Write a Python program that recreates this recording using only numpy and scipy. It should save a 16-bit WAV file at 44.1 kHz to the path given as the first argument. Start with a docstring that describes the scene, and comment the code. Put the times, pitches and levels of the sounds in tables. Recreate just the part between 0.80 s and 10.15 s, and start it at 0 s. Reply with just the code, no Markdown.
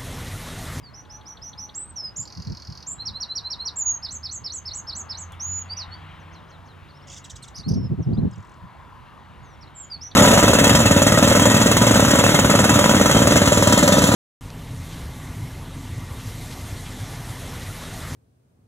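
"""A soft whistle and a run of slurs open a small songbird's long phrase over a breezy, reedy pasture.
It goes on through a dry trill, glides and whistles, scolds and mutters softly, then starts again.
Each note is airflow vibrating the syrinx, whose tension sets the pitch; ground and reeds reflect it.
Fainter birds answer, far engines drone at their firing rate, the wind swells in the grass,
and the eddies of two gusts buffet the microphone in separate thumps."""
import sys
import numpy as np
from scipy import signal
from scipy.fft import rfft, irfft
from scipy.io import wavfile
from scipy.ndimage import uniform_filter1d

SR = 44100
rng = np.random.default_rng(int(sys.argv[2]) if len(sys.argv) > 2 else 0)


def store_pcm(level_fs):
    """Save levels as 16-bit WAV."""
    pcm = np.round(np.clip(level_fs, -1, 1) * 32767).astype(np.int16)
    wavfile.write(sys.argv[1], SR, np.atleast_2d(pcm).T)


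N = 412335
TIME = np.arange(N) / SR


def gain_of(db):
    """Amplitude grows tenfold for every 20 dB."""
    return 10 ** (np.asarray(db) / 20)


def unit_rms(x):
    """Normalisation to a mean power of 1."""
    return x / np.sqrt(np.mean(x ** 2) + 1e-20)


def at_hz(points, hz):
    """Interpolation of a spectrum on a logarithmic frequency axis."""
    frequencies, values = np.transpose(points)
    return np.interp(np.log(hz + 1), np.log(frequencies + 1), values)


def swell(rows):
    """Interpolation in decibels gives an amplitude over the whole scene."""
    return gain_of(np.interp(TIME, *np.transpose(rows)))


def add(mix, start_s, sound):
    """Superposition: a sound adds to what is already there."""
    part = mix[max(round(start_s * SR), 0):][:len(sound)]
    part += sound[:len(part)]


def waver(count, hz):
    """Low-passed noise: a random fluctuation of rms near 1 and bandwidth hz."""
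    size = count + SR // 4
    low_pass = np.exp(-(np.fft.rfftfreq(size, 1 / SR) / hz) ** 2)
    return unit_rms(irfft(rfft(rng.standard_normal(size)) * low_pass, size))[:count]


def contour(rows, smoothing=180):
    """A moving average rounds the corners of a path of pitch and amplitude."""
    times, hz, db = np.transpose(rows)
    t = np.arange(times[0], times[-1], 1 / SR)
    hz, db = (uniform_filter1d(np.interp(t, times, c), smoothing, mode="nearest") for c in (hz, db))
    return hz, gain_of(db) * signal.windows.tukey(len(t), min(1, smoothing / len(t)))


def tone(hz, amplitude, jitter=0.0036, flutter=0.21, second_db=-33, third_db=-46, blur=0):
    """A harmonic oscillator, randomly modulated in pitch (jitter), level (flutter) and overtone phase."""
    phase = 2 * np.pi * np.cumsum(hz * (1 + jitter * waver(len(hz), 450))) / SR
    hoarseness = blur * waver(len(hz), 900)
    overtones = sum(gain_of(db) * np.sin(k * phase + hoarseness) * (k * hz < SR / 2)
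                    for k, db in [(2, second_db), (3, third_db)])
    overtones *= (hz / hz.max()) ** 2  # strongest at the top of a sweep
    tremor = 1 + flutter * waver(len(hz), 90)
    return np.sqrt(2) * amplitude * tremor * (np.sin(phase) + overtones)


# Balance of the microphone's two ports. Each row: frequency in Hz, left minus right level in dB.
PORT_BALANCE = [(100, -3), (550, -2.5), (1500, 6.5), (4000, 1.5)]

def port_noise(spectrum, coherence, left_lead, patchy_db):
    """Partial coherence: two ports share part of a noise whose spectrum drifts in patches."""
    hz = np.fft.rfftfreq(2048, 1 / SR)
    left_re, left_im, own_re, own_im, patches = rng.standard_normal((5, N // 512 + 5, len(hz)))
    patches = unit_rms(uniform_filter1d(uniform_filter1d(patches, size=9, axis=0), size=18, axis=1))
    shared = np.clip(at_hz(coherence, hz), 0, 1)
    left = left_re + 1j * left_im
    right = shared * left + np.sqrt(1 - shared ** 2) * (own_re + 1j * own_im)
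    right *= np.exp(-1j * at_hz(left_lead, hz))
    side = gain_of(at_hz(PORT_BALANCE, hz) / 2)
    frames = np.array([left * side, right / side]) * gain_of(at_hz(spectrum, hz) + patchy_db * patches)
    return unit_rms(signal.istft(frames.swapaxes(1, 2), nperseg=2048, noverlap=1536)[1][:, :N])


# Spectra of still air, far wind and grass. Each row: frequency in Hz, relative density in dB.
AIR_SPECTRUM = [(20, -40), (53, 0), (81, 2.5), (408, -15.5), (996, -15.5), (2500, -29.5), (4140, -33),
                (4760, -37.5), (15800, -50)]
ROAR_SPECTRUM = [(400, -18.5), (800, 0), (1000, 4), (1300, -2), (1800, -9.5), (3000, -44.5)]
RUSTLE_SPECTRUM = [(700, -10), (1300, 5.5), (2300, 5.5), (2520, -0.5), (2750, 6), (3700, -1), (5000, -17),
                   (15000, -48.5)]
# Swells of the far wind and of the grass. Each row: time in seconds, level in dB.
ROAR_SWELLS = [(0.0, -61.5), (0.4, -56.5), (1.85, -60), (2.16, -52.5), (3.1, -51), (3.65, -59),
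               (4.2, -46.5), (4.74, -52), (5.08, -48), (6.1, -56.5), (7.14, -58.5), (7.97, -50.5),
               (9.35, -57.5)]
RUSTLE_SWELLS = [(0.73, -67.5), (3.9, -61.5), (5.26, -51.5), (5.83, -60.5), (6.48, -59), (6.95, -66),
                 (8.75, -58), (9.35, -61.5)]
# Likeness of the breeze at the two ports. Each row: frequency in Hz, coherence from 0 to 1.
COHERENCE = [(60, 0.93), (250, 0.59), (600, 0.83), (4000, 1), (12000, 0.4)]
# Phase between the ports. Each row: frequency in Hz, lead of the left in radians.
LEFT_LEAD = [(60, .5), (450, 1.27), (1300, 0.74)]

def breeze(air_db=-47, rustle_gain_db=1.97):
    """Turbulence makes broadband noise: a far roar and rustling grass swell over still air."""
    air = gain_of(air_db) * port_noise(AIR_SPECTRUM, COHERENCE, LEFT_LEAD, patchy_db=1.5)
    roar = swell(ROAR_SWELLS) * port_noise(ROAR_SPECTRUM, COHERENCE, LEFT_LEAD, patchy_db=1.0)
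    rustle = swell(RUSTLE_SWELLS) * port_noise(RUSTLE_SPECTRUM, COHERENCE, LEFT_LEAD, patchy_db=2.5)
    return air + roar + gain_of(rustle_gain_db) * rustle


def drone(rows, overtone_db, unsteadiness):
    """Propagation through moving air modulates the pitch and level of a far hum."""
    out = np.zeros(N)
    hz, amplitude = contour(rows)
    hz *= 1 + unsteadiness * waver(len(hz), 12)
    amplitude *= gain_of(2 * waver(len(hz), 4.58))
    add(out, rows[0][0], tone(hz, amplitude, second_db=overtone_db, third_db=2 * overtone_db))
    return out


# Two far engines. Each row: time in seconds, firing rate in Hz, level in dB.
LOW_ENGINE = [(1.5, 70.1, -57), (4, 83.6, -48), (4.7, 87.76, -41), (5.1, 90.15, -43), (5.6, 90.7, -53.5),
              (7, 89.1, -58)]
HIGH_ENGINE = [(4.8, 144.3, -68.5), (5.2, 152, -50), (5.65, 163.8, -53.5), (6.7, 130.2, -54)]
# A distant held tone. Each row: time in seconds, pitch in Hz, level in dB.
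HELD_TONE = [(.22, 853, -67), (.32, 850, -55.5), (.68, 865, -60), (.85, 848, -54.5), (1.2, 854, -73)]

def far_hums():
    """Periodic firing gives each engine a harmonic hum; a higher, purer tone comes before them."""
    engines = drone(LOW_ENGINE, -14.0, 0.0073) + drone(HIGH_ENGINE, -14.5, 0.015)
    return engines + drone(HELD_TONE, -35, 0.0024)


def far_whine(peak_s=8.01, swell_s=0.52, hz=1000, width_hz=90, db=-53):
    """Narrow-band noise has a breathy pitch: a whine, perhaps of far tyres, swells on the left."""
    band = ((waver(N, width_hz) + 1j * waver(N, width_hz)) * np.exp(2j * np.pi * hz * TIME)).real
    side = gain_of(at_hz(PORT_BALANCE, hz) / 2)
    amplitude = gain_of(db) * np.exp(-((TIME - peak_s) / swell_s) ** 2)
    return np.array([[side], [1 / side]]) * amplitude * band


# Puffs of wind on the microphone. Each row: time of the peak in seconds, level in dB.
PUFFS = [(1.398, -37), (1.588, -31.5), (1.678, -29.5), (1.709, -28), (1.897, -34), (2.295, -37),
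         (6.795, -36), (6.88, -21.5), (6.917, -17.5), (6.968, -19), (7.01, -24.5), (7.05, -23),
         (7.118, -19), (7.198, -20.5), (7.279, -18), (7.324, -18.5), (7.383, -17.5), (7.432, -18.5),
         (7.457, -19), (7.52, -36), (7.583, -32), (7.845, -38)]
# Spectrum of their eddies. Each row: frequency in Hz, relative density in dB.
EDDY_SPECTRUM = [(20, -31), (110, 1), (183, -1.5), (340, -16), (793, -36.5), (1100, -52), (4000, -105)]

def buffets(rise_s=.018, fall_s=0.03, dull_hz=170, bright_db=-21, brightening=0.71):
    """Eddy pressure thumps both sides of the microphone almost equally; weak puffs are duller."""
    puffs = (gain_of(db) * np.exp(-((TIME - s) / np.where(TIME < s, rise_s, fall_s)) ** 2)
             for s, db in PUFFS)
    strength = np.sqrt(sum(puff ** 2 for puff in puffs))
    eddies = port_noise(EDDY_SPECTRUM, [(100, .72)], left_lead=[(80, .3), (300, 1.7)], patchy_db=1)
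    low = signal.filtfilt(*signal.butter(2, dull_hz, fs=SR), eddies)
    brightness = np.minimum(strength / gain_of(bright_db), 1) ** brightening
    eddies = low + (eddies - low) * brightness
    eddies /= np.sqrt(uniform_filter1d((eddies ** 2).mean(0), size=1300))  # the puffs alone set the level
    return gain_of([[1], [-1]]) * strength * eddies


def reeds(dry, wet_db, ground_db, t60=0.13, width=0.66, scatter_hz=4600):
    """Reflection and scattering: the ground returns two echoes, thin stems throw back mostly treble."""
    t = np.arange(SR // 2) / SR
    scatter = rng.choice([-1., 1.], (3, len(t))) * (rng.random((3, len(t))) < 3000 / SR)
    scatter *= gain_of(-60 * t / t60) * (t > .003)
    scatter /= np.linalg.norm(scatter, axis=1, keepdims=True)
    scatter = signal.lfilter(*signal.butter(2, scatter_hz, "high", fs=SR), scatter)
    response = gain_of(wet_db) * (scatter[2] + width * scatter[:2])
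    response[:, 0] = 1  # the direct path
    for delay_s, share in [(.0042, 1), (.00685, .5)]:
        response[:, round(delay_s * SR)] += share * gain_of(ground_db)
    return signal.fftconvolve(dry[None], response, axes=1)[:, :N]


def snap(start_s=4.5215, db=-42):
    """A brief impulse has a broad spectrum: one dry tick in the undergrowth."""
    out = np.zeros(N)
    crack = signal.lfilter(*signal.butter(1, [2000, 8000], "band", fs=SR), rng.standard_normal(120))
    add(out, start_s, gain_of(db) * unit_rms(crack) * np.linspace(1, 0, len(crack)))
    return out


def envelope(t, attack, release):
    """Sine-squared ramps start and stop a note without a click."""
    rise = np.clip(t / attack, 0, 1)
    fall = np.clip((t[-1] - t) / release, 0, 1)
    return (np.sin(np.pi / 2 * rise) * np.sin(np.pi / 2 * fall)) ** 2


# Gestures of the syrinx, by kind. Each row: attack in seconds, release in seconds, starting pitch in Hz,
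# then turning points as pairs of time in seconds and pitch in Hz.
CHIRP_SHAPES = { "slur": (0.019, 0.021, 4700, [(.036, 6190), (.064, 5650), (.093, 6470)]),
                "wave": (0.018, 0.025, 5100, [(.02, 7850), (.044, 6960), (.066, 7840), (.092, 7310)]),
                "sway": (0.039, 0.035, 7930, [(.03, 7190), (.07, 7640), (.13, 6500)]),
                "lead": (0.043, 0.01, 3885, [(.058, 4254)]), "whip": (.017, .03, 4300, [(.008, 5720),
                (.018, 5610), (.037, 4200), (.059, 3420)]), "swoop": (0.012, 0.076, 4800, [(.012, 6280),
                (.036, 4750), (.062, 3900), (.1, 3300)]), "bow": (0.023, 0.027, 3700, [(.009, 5250),
                (.025, 5360), (.058, 3220)]), "hook": (0.018, 0.005, 3420, [(.023, 4570)]),
                "peak": (0.0034, .014, 6060, [(.01, 5790), (.023, 8140), (.048, 6700), (.078, 6120)]),
                "tick": (.004, 0.0022, 3500, [(.0035, 4600), (.006, 3100), (.013, 4300)]),
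                "stroke": (0.0076, 0.0023, 7600, [(.0035, 5500), (.0075, 3700)]),
                "scold": (0.0089, 0.0061, 3705, [(.009, 4260), (.022, 2700)]),
                "chip": (0.0096, 0.0095, 4490, [(.01, 5530), (.016, 4920), (.022, 3000)]),
                "tent": (0.046, 0.012, 4690, [(.02, 5070), (.033, 7400), (.046, 4200), (.075, 4000),
                (.098, 3270)]), "arch": (0.021, 0.01, 3840, [(.025, 5330), (.058, 5450)]), }

def chirp(kind, stretch=1, rounding=.16):
    """Frequency modulation: one chirp's pitch path, rounded over a share of its length, and envelope."""
    attack, release, start_hz, turns = CHIRP_SHAPES[kind]
    times, hz = np.transpose([(0, start_hz), *turns])
    t = np.arange(0, times[-1], 1 / (SR * stretch))
    hz = uniform_filter1d(np.interp(t, times, hz), max(1, int(rounding * len(t))), mode="nearest")
    return hz, envelope(t, attack, release)


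def sing(rows, wander=.008, **voice):
    """The syrinx oscillates in chirps; random drift of the pitch makes each one unique."""
    out = np.zeros(N)
    for start_s, kind, db, pitch, stretch in rows:
        hz, amplitude = chirp(kind, stretch)
        hz = hz * pitch * (1 + wander * waver(len(hz), 40))
        add(out, start_s, gain_of(db) * tone(hz, amplitude, **voice))
    return out


def repeat(kind, start_s, period_s, slowing_s, first_db, last_db, swell_db, count, pitch=1, stretch=1):
    """Near-periodic repetition: rows of chirps whose gaps grow by slowing_s as the level arches."""
    return [(start_s + k * period_s + slowing_s * k * (k - 1) / 2, kind,
             first_db + (last_db - first_db) * u + swell_db * np.sin(np.pi * u), pitch, stretch)
            for k, u in enumerate(np.linspace(0, 1, count))]


def whistle(start_s, length, db, start_hz, held_hz, settle_s, attack=.012, release=0.02, flutter=0.083):
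    """Exponential relaxation: a clean note slides towards its held pitch, then sags as it ends."""
    out, t = np.zeros(N), np.arange(0, length, 1 / SR)
    sag_hz = 400 * np.exp((t - length) / .018)
    hz = held_hz + (start_hz - held_hz) * np.exp(-t / settle_s) - sag_hz
    note = tone(hz, envelope(t, attack, release), jitter=0.0025, flutter=flutter, second_db=-36, blur=.35)
    add(out, start_s, gain_of(db) * note)
    return out


def rattle():
    """A pulse train: a far bird's thin, evenly spaced ticks fade as they go."""
    ticks = repeat("tick", start_s=7.51, period_s=.0228, slowing_s=0, first_db=-59, last_db=-64,
                   swell_db=0, count=11, pitch=1.8, stretch=0.67)
    return sing(ticks, jitter=0.12)


# Far birds' chirps. Each row: start in seconds, kind, level in dB, pitch factor, length factor.
ANSWER_CHIRPS = [(6.05, "hook", -62, 0.92, 2.1), (6.128, "arch", -62, 0.99, 1),
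                 (6.21, "arch", -60, 1.02, 0.74), (6.82, "arch", -47, 0.8, 0.99),
                 (7.325, "arch", -56, .89, 0.61), (7.365, "arch", -53.5, 0.75, 0.6)]
# Their whistles. Each row: start and length in seconds, level in dB, starting and held pitch in Hz.
ANSWER_WHISTLES = [(1.367, .085, -56, 5450, 4740), (5.395, .042, -65, 7000, 5300),
                   (6.083, .045, -58.5, 5270, 4100), (6.383, 0.037, -52, 7500, 6500),
                   (7.214, 0.043, -56, 6930, 4800), (7.52, 0.036, -57, 5600, 4750),
                   (8.624, 0.14, -66, 7030, 5350)]

def far_birds():
    """Moving air makes the amplitude of distant calls fluctuate."""
    notes = sum(whistle(start_s, length, db, start_hz, held_hz, settle_s=.55 * length, flutter=0.3)
                for start_s, length, db, start_hz, held_hz in ANSWER_WHISTLES)
    return sing(ANSWER_CHIRPS, jitter=.008, flutter=.3) + notes + rattle()


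# Muttered notes. Each row: start in seconds, kind, level in dB, pitch factor, length factor.
CHATTER_NOTES = [(6.74, "hook", -45, 1.23, 0.78), (6.752, "chip", -42.5, 0.97, 0.92),
                 (6.768, "chip", -39.5, 0.96, 0.99), (6.791, "chip", -44, 0.92, 0.73),
                 (6.801, "hook", -45, 1.04, .65), (6.878, "chip", -36.5, 1.02, 1.05),
                 (6.905, "chip", -42.5, 0.96, 1), (6.931, "chip", -43.5, 0.97, 0.94)]

def chatter(upper_db=-4, upper_pitch=1.11, upper_stretch=.42):
    """Biphonation: one side of the syrinx mutters while the other adds a rough note above each chip."""
    upper = [(start_s, "arch", db + upper_db, upper_pitch, upper_stretch * stretch)
             for start_s, kind, db, _, stretch in CHATTER_NOTES if kind == "chip"]
    lower_voice = sing(CHATTER_NOTES, jitter=0.019, flutter=0.32, second_db=-19, blur=2.4)
    return lower_voice + sing(upper, jitter=0.036, flutter=0.37, second_db=-32)


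# Harsh notes. Each row: start in seconds, level in dB, then factors for roughness, pitch and length.
SCOLD_NOTES = [(6.264, -49.5, 1, .85, 1.24), (6.291, -43, 0.9, 0.83, 0.98), (6.309, -44, 1.2, 0.87, 0.97),
               (6.326, -42, 0.92, 0.9, 0.94), (6.35, -44, 1.2, 0.88, 1), (6.363, -45, 0.9, .9, 1.1),
               (6.437, -42.5, 0.5, .96, 1.1), (6.494, -40, 0.9, .9, .9), (6.552, -43, 0.8, 0.94, .9),
               (6.619, -42.5, 0.54, 1.03, 1.45), (6.674, -47, 0.6, 0.97, .85)]

def scold(rasp_db=-4.0, note_db=-3.5, fizz_db=-16, rasp_stretch=1.4, breakup=.085, crackle_db=4):
    """Aperiodic vibration: notes with a strong second harmonic break up as they fall, ending in a rasp."""
    out = np.zeros(N)
    rasp_band = signal.butter(2, [5000, 7300], "band", fs=SR)
    for start_s, db, roughness, pitch, stretch in SCOLD_NOTES:
        hz, amplitude = chirp("scold", stretch)
        disorder = roughness * np.linspace(0, 1, len(hz))
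        note = tone(hz * pitch, amplitude, jitter=breakup * disorder,
                    second_db=0, third_db=-21, blur=1.3 * disorder)
        add(out, start_s, gain_of(db + note_db) * np.sqrt(1 - roughness / 2) * note)
        _, amplitude = chirp("scold", stretch * rasp_stretch)
        count = len(amplitude)
        crackle = unit_rms(rng.standard_normal(count) * gain_of(crackle_db * waver(count, 500)))
        rasp = unit_rms(signal.lfilter(*rasp_band, crackle)) + gain_of(fizz_db) * crackle
        add(out, start_s, gain_of(db + rasp_db) * roughness * amplitude * rasp)
    return out


def trill(start_s=1.4724, period_s=.04846, slowing_s=.00032, lead_s=.0223, strong_db=-35, weak_db=-39):
    """Very fast down-sweeps are heard as dry clicks; they come in pairs, weak then strong."""
    strokes = (repeat("stroke", first_s, period_s, slowing_s, db, db, swell_db=1.0, count=12)
               for first_s, db in [(start_s, strong_db), (start_s - lead_s, weak_db)])
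    return sum(sing(rows, jitter=0.025, flutter=0.079, second_db=-21.5, third_db=-23, blur=2.4)
               for rows in strokes)


# The singer's whistles. Each row: start and length in seconds, level in dB, starting and held pitch
# in Hz, then settling time, attack and release in seconds.
SONG_WHISTLES = [(0.022, 0.096, -49, 5060, 4130, 0.053, .03, 0.048),
                 (1.154, .16, -33, 6450, 5077, .025, 0.018, 0.061),
                 (4.593, 0.24, -31, 4800, 6884, 0.025, 0.018, 0.017),
                 (6.93, 0.16, -52, 5560, 5030, .2, .015, .025),
                 (9.094, 0.085, -33.5, 5090, 4170, 0.062, 0.036, .045)]
# Brief dips and swells in them. Each row: time in seconds, change of level in dB.
WHISTLE_FALTERS = [(1.222, -11), (1.256, 5.5), (4.81, -6)]

def whistles(falter_s=0.0088):
    """Amplitude modulation: the clean whistles briefly falter or swell."""
    change_db = sum(db * np.exp(-((TIME - s) / falter_s) ** 2) for s, db in WHISTLE_FALTERS)
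    return gain_of(change_db) * sum(whistle(*row) for row in SONG_WHISTLES)


# Two long glides, one list apiece. Each row: time in seconds, pitch in Hz, level in dB.
GLIDE_PATHS = [
    [(.941, 4450, -52), (.957, 7450, -34), (.984, 7640, -32), (.998, 8030, -36.5), (1.035, 8030, -36),
     (1.07, 8240, -55), (1.1, 8150, -45), (1.125, 8030, -55)],
    [(2.958, 6440, -43), (2.972, 7710, -30.5), (3.02, 6700, -23.5), (3.034, 6814, -26), (3.049, 6782, -46),
     (3.062, 6705, -23), (3.1, 6705, -23), (3.174, 6460, -35.5), (3.182, 6460, -54)],
]

def glides():
    """Sustained oscillation: nearly pure tones glide at the top of the song, each with a break in it."""
    out = np.zeros(N)
    for path in GLIDE_PATHS:
        add(out, path[0][0], tone(*contour(path), jitter=.0015, flutter=.07, second_db=-39, blur=.5))
    return out


# Runs of one chirp. Each row: kind, then start, period and slowing per repeat in seconds, first level,
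# last level and middle swell in dB, number of chirps, relative level of the second harmonic in dB.
SONG_RUNS = [("slur", 0.13, 0.1606, 0, -47, -37, -0.44, 5, -30.5),
             ("tick", .2475, .1603, 0, -57, -44.5, 2, 5, -35),
             ("lead", 2.177, 0.1503, 0, -32, -30.5, .5, 5, -40),
             ("whip", 2.249, 0.1495, 0, -29.5, -28, 0.45, 5, -39),
             ("bow", 3.22, 0.2055, 0.0038, -29.7, -32, 0.56, 6, -38.5),
             ("hook", 3.277, .205, 0.0036, -34, -35, 1.43, 6, -35),
             ("peak", 3.306, 0.205, .004, -36, -38, 2.6, 6, -35.5),
             ("tent", 5.505, .166, 0, -58, -61, 0, 3, -30)]
# Single chirps. Each row: start in seconds, kind, level in dB, pitch factor, length factor.
SONG_CHIRPS = [(1.357, "wave", -30.5, 0.95, 0.8), (1.422, "stroke", -38, 1.18, 0.93),
               (2.06, "wave", -33.5, 1, 0.96), (4.523, "scold", -49.5, .82, 1.2),
               (4.884, "lead", -31.5, 1.137, 1.03), (4.963, "swoop", -33, 1.017, 1.04),
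               (5.1, "lead", -42.5, 1.1, 0.97), (8.805, "whip", -50.5, 0.99, 0.91),
               (8.86, "hook", -53.5, .95, 1), (8.942, "sway", -42, 1, 0.97),
               (9.205, "slur", -38.5, 1, 0.93), (9.3105, "tick", -45.5, 1.05, 1.1)]

def chirps():
    """Frequency sweeps with weak harmonics, in runs and singly, carry the phrase."""
    runs = sum(sing(repeat(*run), jitter=.004, flutter=.14, second_db=second_db, third_db=-44, blur=.4)
               for *run, second_db in SONG_RUNS)
    return runs + sing(SONG_CHIRPS, jitter=0.0047, flutter=0.15, second_db=-35.5, blur=0.4)


def scene():
    """The sources superpose; a level difference places the birds a little to the right."""
    swept = chirps()
    held = whistles() + glides()
    birds = reeds(swept + snap(), wet_db=-6.0, ground_db=-11)
    birds += reeds(held, wet_db=-9.5, ground_db=-12)
    birds += reeds(trill(), wet_db=-4, ground_db=-8.5)
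    birds += reeds(scold() + chatter(), wet_db=-7.5, ground_db=-8.5)
    birds += reeds(far_birds(), wet_db=-13, ground_db=-17)
    return birds * gain_of([[-1.3], [1.0]]) + far_hums() + far_whine() + breeze() + buffets()


def record(dry, low_cut_hz=36, band_limit_hz=15950):
    """Band limiting: the microphone cuts the deepest bass and the recorder the highest treble."""
    thinned = signal.lfilter(*signal.butter(2, low_cut_hz, "high", fs=SR), dry)
    low_pass = signal.firwin(511, band_limit_hz, window=("kaiser", 9), fs=SR)
    return signal.oaconvolve(thinned, low_pass[None], "same")


dry = scene()
out = record(dry)
store_pcm(out)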